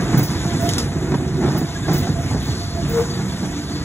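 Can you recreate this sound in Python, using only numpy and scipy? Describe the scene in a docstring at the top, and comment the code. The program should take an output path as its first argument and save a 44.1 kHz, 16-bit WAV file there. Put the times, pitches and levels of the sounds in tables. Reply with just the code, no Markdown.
"""An old streetcar rolls slowly past outdoors, close to a two-port microphone.
Noise and tiny impacts, coloured by ground, body and wheels, make the rumble, roar and hiss; wheel knocks
add decaying booms, shudder and chatter. Stick-slip tones groan and squeak; narrow and broad bands ring.
Loose metal fittings chink as dense high rattle, and grit cracks under a wheel as short noise bursts.
The ports hear it with differing phase and balance, plus sound scattered by the moving car side."""
import sys
import numpy as np
from scipy import signal
from scipy.fft import rfft, irfft
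from scipy.io import wavfile
from scipy.ndimage import uniform_filter1d

SR = 44100
rng = np.random.default_rng(int(sys.argv[2]) if len(sys.argv) > 2 else 0)


def generate_wav(sig):
    """Save sig (samples, or channels by samples) to the path in sys.argv[1] as 16-bit PCM at SR."""
    pcm = np.round(np.clip(np.atleast_2d(sig).T, -1, 1) * 32767).astype(np.int16)
    wavfile.write(sys.argv[1], SR, pcm)


N = 169344
T = np.arange(N) / SR  # time in s
HZ = np.fft.rfftfreq(N, 1 / SR)

# Ringing of wheels, flanges and panels, and two broad, breathy whistles near 4.5 kHz:
# peak_s, half_length_s, pitch_hz, width_hz, level_db
RINGS = [(1.254, 0.24, 368, 22, -28.5), (0.776, 0.097, 467, 18, -34.5), (3.12, 0.16, 467, 14, -36.5),
         (3.29, 0.25, 189, 9.7, -28.5), (3.69, 0.25, 291, 15, -31.5), (1.7, 3.9, 684, 41, -44.5),
         (2.6, 0.21, 4480, 750, -39), (3.75, 0.18, 4500, 750, -41)]
# Loose fittings struck: start_s, level_db (before CHINK_DB), rise_s, t60_s
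CHINKS = [(0.174, -23, 0.0033, 0.13), (0.227, -26.5, 0.0052, 0.19), (.595, -40, .03, 0.43),
          (1.565, -32, 0.017, 0.12), (1.928, -29, .005, 0.26), (1.98, -31, .002, 0.14),
          (2.42, -45, 0.026, 0.33), (2.882, -38, .014, 0.39)]
# Grit under a wheel: start_s, snap_db, crumble_db
CRACKS = [(.6905, -15.5, -28), (.7355, -19.5, -34), (.782, -15, -26)]
# Flanges brushing the rail: peak_s, half_length_s, pitch_hz, level_db
SQUEAKS = [(1.761, 0.01, 1652, -32), (1.858, 0.014, 1625, -32), (3.113, 0.012, 4570, -33),
           (3.152, 0.015, 4570, -35)]
# Stick-slip of wheel and rail: peak_s, rise_s, fall_s, pitch_hz, glide_hz_per_s, level_db
GROANS = [(.12, 0.1, 0.036, 692, -11, -34.5), (.5, 0.052, 0.033, 686, 1.5, -33.5),
          (0.647, 0.04, 0.049, 681, 240, -23), (2.05, 0.023, 0.02, 690, 2.5, -32),
          (2.195, 0.041, 0.028, 688, 0, -31), (2.62, 0.025, 0.068, 690, 3, -37.5),
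          (2.785, 0.042, 0.036, 679.5, -100, -30.5), (3.002, 0.065, 0.026, 469.6, 90, -15.5)]
# Wheels striking joints and dents: start_s, thud_db (before BOOM_DB, SHUDDER_DB), clack_db, t60_s, pitch_hz
KNOCKS = [(0.024, -14, -37, 0.09, 153), (.128, -20, -25, 0.14, 233), (.143, -9.5, -21.5, 0.1, 327),
          (.170, -11.5, -26, 0.32, 132.7), (0.446, -16, -28, 0.091, 106), (0.636, -15, -45, 0.21, 138),
          (1.116, -12, -24, 0.13, 192), (1.140, -12.5, -20.5, 0.08, 185), (1.408, -20.5, -25, 0.73, 202.3),
          (1.439, -19, -25.5, 0.27, 247), (1.476, -15.5, -28, 0.26, 143.6), (1.549, -15, -25, 0.27, 200),
          (1.611, -12.5, -32, .14, 154.5), (1.641, -17, -48, .08, 128), (1.88, -15.5, -21.5, 0.3, 300.5),
          (1.913, -19, -36, 1, 147), (2.068, -22, -24.5, 0.12, 143), (2.09, -15, -45, 0.17, 113),
          (2.309, -17, -27.5, 0.24, 125), (2.345, -16.5, -27.5, 0.24, 153), (2.478, -19.5, -32, 0.26, 131),
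          (3.189, -17.5, -36, 0.18, 195), (3.429, -17.5, -31, 0.22, 190)]

# Rolling levels before jolts and trims, for ground, car body, wheel roar and rail hiss: time_s, level_db
GROUND_LEVEL = [(0, -31.5), (0.7, -26), (1.75, -32), (1.95, -25.5), (2.95, -27.5), (3.15, -33),
                (3.84, -31.5)]
BODY_LEVEL = [(0.0, -19), (0.35, -24), (0.58, -20), (0.96, -24), (1.48, -20.5), (1.67, -33), (1.89, -20.5),
              (2.06, -23), (2.31, -26), (2.45, -27), (2.69, -29), (2.85, -21), (3.31, -27), (3.84, -26.5)]
ROAR_LEVEL = [(0.0, -27.5), (0.2, -33.5), (0.59, -32), (0.77, -35), (1.1, -35), (1.85, -38.5), (1.96, -36),
              (2.69, -38.5), (3.0, -35.5), (3.84, -37.5)]
HISS_LEVEL = [(0, -33.5), (.55, -32), (.66, -31), (.82, -34), (.9, -37.5), (1.38, -39), (1.47, -35),
              (1.8, -36.5), (1.94, -31.5), (2.15, -36), (2.47, -34), (2.75, -36.5), (2.97, -33), (3.2, -35),
              (3.84, -36)]

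# Relative spectra of each source: frequency_hz, level_db
CHINK_COLOUR = [(1000, -45), (5000, -0.5), (8500, -10), (10200, -0.5), (10900, 0), (12600, -2), (13600, -2),
                (14900, 0), (15700, -5.5)]
CRACK_COLOUR = [(800, 1), (2500, -4), (4200, 5), (5700, 6.5), (7500, 2), (10000, 0.5), (12500, -8),
                (15500, -15)]
SCRAPE_COLOUR = [(300, -12), (800, 3.5), (1800, -8), (4000, -23)]
SHUDDER_COLOUR = [(22, -41), (70, -13), (110, 0.5), (145, 12), (200, 0), (300, 1), (400, -7), (530, -22),
                  (1800, -80)]
CLACK_COLOUR = [(100, -30), (330, 11), (530, 2.5), (780, 8.5), (1100, 0.5), (1800, -2), (2700, -13.5),
                (6000, -17.5), (14000, -43)]
GROUND_COLOUR = [(15, -38), (30, -23), (48, 2.5), (62, 4), (78, 9), (100, 10), (130, -17), (250, -78)]
BODY_COLOUR = [(25, -45), (85, -15.5), (115, -6.5), (137, 2.5), (175, -4), (220, -6.5), (300, -8),
               (370, -11.5), (440, -19), (560, -24.5), (900, -34.5), (4000, -72)]
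ROAR_COLOUR = [(40, -30), (250, 8), (480, -1.5), (580, -6), (700, 1.5), (850, 0), (1050, -4.5),
               (1500, -3.5), (2000, -7), (2700, -12), (5000, -58)]
HISS_COLOUR = [(1000, 6.5), (2200, 4.5), (3000, 4), (3800, 7), (5300, 4), (7100, 5), (8500, -2.5),
               (10200, -3.5), (12000, -11), (14300, -14.5), (15500, -33)]

# Steel resonances of small fittings and of wheels: frequency_hz, width_hz, boost_db
FITTING_MODES = [(10778, 25, 12), (11520, 90, 4), (12596, 90, 6), (14857, 16, 10)]
WHEEL_MODES = [(1163, 32, 3), (2080, 32, 4), (2494, 60, 4), (3468, 50, 4), (7077, 40, 4)]

# Phase between the two ports, positive where the left leads: frequency_hz, phase_rad
PORT_PHASE = [(20, 0), (1450, -.1), (1900, .9), (2600, 2.3), (3500, 1.6), (4050, 2.2), (4823, 3.14),
              (5600, 4.4), (6976, 6.28), (8957, 9.42), (11111, 12.57), (13092, 15.7), (15503, 18.9)]
# Level difference between the ports: frequency_hz, left_minus_right_db
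PORT_BALANCE = [(50, -1.1), (260, -2), (370, -2), (480, 4.5), (580, -5), (680, -7.5), (820, 1),
                (1000, -0.7), (2500, -0.5), (4000, 2.1), (15000, -0.5)]
# Scattered sound against direct sound: frequency_hz, level_db
SCATTER = [(40, -8), (150, -21.5), (700, -17), (1200, -9), (2200, -5), (3200, -5), (4800, -28), (5700, -8),
           (7000, -17), (8000, -7), (9000, -32), (10000, -6), (15000, -11)]

CHINK_DB = 1
SNAP_T60_S, CRUMBLE_T60_S, CRUMBLE_TOP_HZ = 0.02, 0.26, 7000
SQUEAK_WAVER, SQUEAK_WAVER_HZ = 0.0082, 200  # fraction of the pitch, rate
GROAN_WAVER, GROAN_WAVER_HZ = 0.01, 70  # fraction of the pitch, rate
OCTAVE_DB, SCRAPE_DB = -31, -14
KNOCK_RISE_S, STEADY_S = 0.003, 0.0077
BOOM_DB, SHUDDER_DB = -3, -2
GRAIN_PER_S, GRAIN_SPREAD_DB = 900, 1.5
SCATTER_T60_S, SCATTER_SHIFT_HZ = 0.062, 37
BASS_CUT_HZ, EDGE_HZ = 40, 15800
OVERLOAD = 0.9  # ceiling of the soft overload, full scale = 1


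def amp(db):
    """Decibels to gain."""
    return 10 ** (np.asarray(db) / 20)


def unit(x):
    """Scales to rms 1."""
    return x / np.sqrt(np.mean(x ** 2) + 1e-20)


def read(points):
    """A table over frequency, joined on a log axis."""
    f, value = np.transpose(points)
    return np.interp(np.log(HZ + 1), np.log(f + 1), value)


def level(points):
    """A dB curve over time as gain."""
    return amp(np.interp(T, *np.transpose(points)))


def colour(x, points):
    """Filters x by a relative spectrum, at rms 1."""
    return unit(irfft(rfft(x) * amp(read(points)), N))


def drift(rate_hz):
    """Slow chance movement up to a rate, at rms 1."""
    return unit(irfft(rfft(rng.standard_normal(N)) / (1 + (HZ / rate_hz) ** 4), N))


def grains(per_s, spread_db, smooth):
    """Tiny impacts of uneven size over a smooth share of noise."""
    struck = rng.random(N) < per_s / SR
    sign = rng.choice([-1, 1], N)
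    size = amp(spread_db * np.minimum(rng.exponential(1, N), 4))
    return unit(struck * sign * size) + smooth * rng.standard_normal(N)


def blow(start, rise, t60):
    """Envelope of a quick rise and an exponential decay."""
    age = T - start
    return np.clip(age / rise, 0, 1) * amp(-60 * np.maximum(age - rise, 0) / t60)


def swell(peak, rise, fall):
    """A bell-shaped envelope with its own rise and fall."""
    return np.exp(-((T - peak) / np.where(T < peak, rise, fall)) ** 2)


def steady(x, window_s):
    """Evens out the level over a short window."""
    power = abs(uniform_filter1d(x ** 2, size=max(int(window_s * SR), 8)))
    return x / np.sqrt(power + 1e-12)


def patchy(x, depth_db, rate_hz):
    """Neighbouring bands swell and sink on their own."""
    spectrum, centres = rfft(x), np.linspace(0, SR / 2, 20)
    out = np.zeros(N)
    for hz in centres:
        band = np.maximum(1 - abs(HZ - hz) / centres[1], 0)  # overlapping triangles
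        out += irfft(spectrum * band, N) * amp(depth_db * drift(rate_hz))
    return unit(out)


def steel(x, modes, ripple_db, spacing_hz):
    """A few clear resonances and many weak, close ones colour the sound."""
    smoother = np.hanning(int(spacing_hz / HZ[1]) + 3)
    ripple = unit(signal.oaconvolve(rng.standard_normal(len(HZ)), smoother, "same"))
    peaks = 1 + sum((amp(db) - 1) / (1 + 2j * (HZ - hz) / width) for hz, width, db in modes)
    return irfft(rfft(x) * peaks * amp(ripple_db * ripple), N)


def rings():
    """Resonances, narrow or broad, swell and fade as the car moves."""
    out = np.zeros(N)
    for s, half, hz, width, db in RINGS:
        turn = 2 * np.pi * hz * T
        ring = drift(width / 2) * np.sin(turn) + drift(width / 2) * np.cos(turn)
        out += amp(db) * swell(s, half, half) * ring
    return out


def chinks():
    """Small steel parts rattle with a high, dense ring."""
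    force = amp(CHINK_DB) * sum(amp(db) * blow(s, rise, t60) for s, db, rise, t60 in CHINKS)
    impacts = colour(grains(per_s=3400, spread_db=-2.0, smooth=0.68), CHINK_COLOUR)
    rattle = steel(impacts, FITTING_MODES, ripple_db=6, spacing_hz=250)
    return force * patchy(steady(rattle, window_s=0.018), depth_db=4.5, rate_hz=150)


def cracks():
    """A grain of grit snaps, then crumbles more dully."""
    snap = sum(amp(db) * blow(s, 0.00026, SNAP_T60_S) for s, db, _ in CRACKS)
    crumble = sum(amp(db) * blow(s, 0.0053, CRUMBLE_T60_S) for s, _, db in CRACKS)
    crumbs = colour(grains(per_s=450, spread_db=0.5, smooth=1.0), CRACK_COLOUR)
    dull_crumbs = unit(irfft(rfft(crumbs) / np.hypot(1, HZ / CRUMBLE_TOP_HZ), N))
    return snap * colour(rng.standard_normal(N), CRACK_COLOUR) + crumble * dull_crumbs


def squeaks():
    """Flanges brush the rail in thin, unsteady tones."""
    wavering_time = np.cumsum(1 + SQUEAK_WAVER * drift(SQUEAK_WAVER_HZ)) / SR
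    tones = np.zeros(N)
    for s, half, hz, db in SQUEAKS:
        tone = np.sqrt(2) * np.sin(2 * np.pi * hz * wavering_time)
        tones += amp(db) * swell(s, half, half) * tone
    return tones * amp(2 * drift(rate_hz=130))


def groans():
    """A slipping wheel builds up one low mode, then lets go; it flutters, and scrapes once in every cycle."""
    out, waver = np.zeros(N), 1 + GROAN_WAVER * drift(GROAN_WAVER_HZ)
    scrape = amp(SCRAPE_DB) * colour(rng.standard_normal(N), SCRAPE_COLOUR)
    for s, rise, fall, hz, glide, db in GROANS:
        turn = 2 * np.pi * np.cumsum((hz + glide * (T - s)) * waver) / SR
        tone = np.sqrt(2) * (np.sin(turn) + amp(OCTAVE_DB) * np.sin(2 * turn))
        out += amp(db) * swell(s, rise, fall) * (tone + scrape * (1 + np.cos(turn)))
    return out * amp(0.7 * drift(rate_hz=90))


def knocks():
    """Each blow booms in one panel and shakes the whole truck, while the wheel clacks and chatters."""
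    shudder = steady(colour(grains(per_s=500, spread_db=2.0, smooth=0.63), SHUDDER_COLOUR), STEADY_S)
    chatter = steady(colour(grains(per_s=700, spread_db=0.5, smooth=0.96), CLACK_COLOUR), STEADY_S)
    wobble = 0.52 * drift(rate_hz=28)  # phase in radians
    boom, thud_power, clack_power = np.zeros(N), np.zeros(N), np.zeros(N)
    for s, thud_db, clack_db, t60, hz in KNOCKS:
        force = blow(s, KNOCK_RISE_S, t60)
        boom += amp(thud_db) * force * np.sin(2 * np.pi * hz * (T - s) + wobble)
        thud_power += (amp(thud_db) * force) ** 2  # overlapping blows add as power
        clack_power += (amp(clack_db) * force) ** 2
    shaking = amp(SHUDDER_DB) * np.sqrt(thud_power) * shudder
    return amp(BOOM_DB) * boom + shaking + np.sqrt(clack_power) * chatter


def ground_rumble():
    """Rough rail drives the ground: steadied low noise."""
    return level(GROUND_LEVEL) * steady(colour(rng.standard_normal(N), GROUND_COLOUR), window_s=0.098)


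def body_rumble(jolt):
    """Rough rail drives the car body: small impacts rumble in its low resonances."""
    impacts = grains(GRAIN_PER_S, GRAIN_SPREAD_DB, smooth=0.74)
    rumble = steady(colour(impacts, BODY_COLOUR), window_s=0.09)
    return level(BODY_LEVEL) * amp(-0.5 + 1.05 * jolt) * rumble


def wheel_roar(jolt):
    """Rough rail drives the wheels: small impacts roar in the middle range."""
    impacts = grains(GRAIN_PER_S, GRAIN_SPREAD_DB, smooth=0.92)
    return level(ROAR_LEVEL) * amp(0.64 * jolt) * colour(impacts, ROAR_COLOUR)


def rail_hiss(jolt):
    """The contact of steel on steel hisses unevenly across the treble."""
    fizz = colour(grains(per_s=1500, spread_db=2.5, smooth=1.5), HISS_COLOUR)
    return level(HISS_LEVEL) * amp(0.5 * jolt) * patchy(fizz, depth_db=1.7, rate_hz=14)


def rolling():
    """Body, roar and hiss share the same jolts; roar and hiss sound through the steel of the wheels."""
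    jolt = drift(rate_hz=9.5)
    wheels = steel(wheel_roar(jolt) + rail_hiss(jolt), WHEEL_MODES, ripple_db=2.0, spacing_hz=68.6)
    return ground_rumble() + body_rumble(jolt) + wheels


def scattering(car):
    """The moving car side returns short, shifting scatter, different at each port; gives spectra."""
    scattered = 0
    for _ in range(3):
        taps = rng.standard_normal((2, N)) * blow(0.00077, 0.0019, SCATTER_T60_S)
        taps = taps / np.linalg.norm(taps, axis=1, keepdims=True)
        shifting = car * np.array([drift(SCATTER_SHIFT_HZ), drift(SCATTER_SHIFT_HZ)])
        scattered = scattered + rfft(shifting) * rfft(taps) / np.sqrt(3)
    return scattered


def scene():
    """The car close by: direct sound with a phase offset between ports, blended with its scatter."""
    car = rings() + chinks() + cracks() + squeaks() + groans() + knocks() + rolling()
    side = np.array([[0.5], [-0.5]])  # left, right: half of each difference
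    direct = rfft(car) * np.exp(1j * side * read(PORT_PHASE))
    share = amp(read(SCATTER))
    blend = (direct + scattering(car) * share) / np.hypot(1, share)
    return irfft(blend * amp(side * read(PORT_BALANCE)), N)


def record(dry):
    """The microphone's bass roll-off, a soft overload of the highest peaks, and the band limit."""
    thinned = irfft(rfft(dry) * HZ ** 6 / np.hypot(HZ ** 6, BASS_CUT_HZ ** 6), N)
    rounded = thinned / (1 + (thinned / OVERLOAD) ** 4) ** 0.25
    band_limit = signal.firwin(511, EDGE_HZ, window=("kaiser", 9), fs=SR)
    return signal.oaconvolve(rounded, band_limit[None], "same")


dry = scene()
out = record(dry)
generate_wav(out)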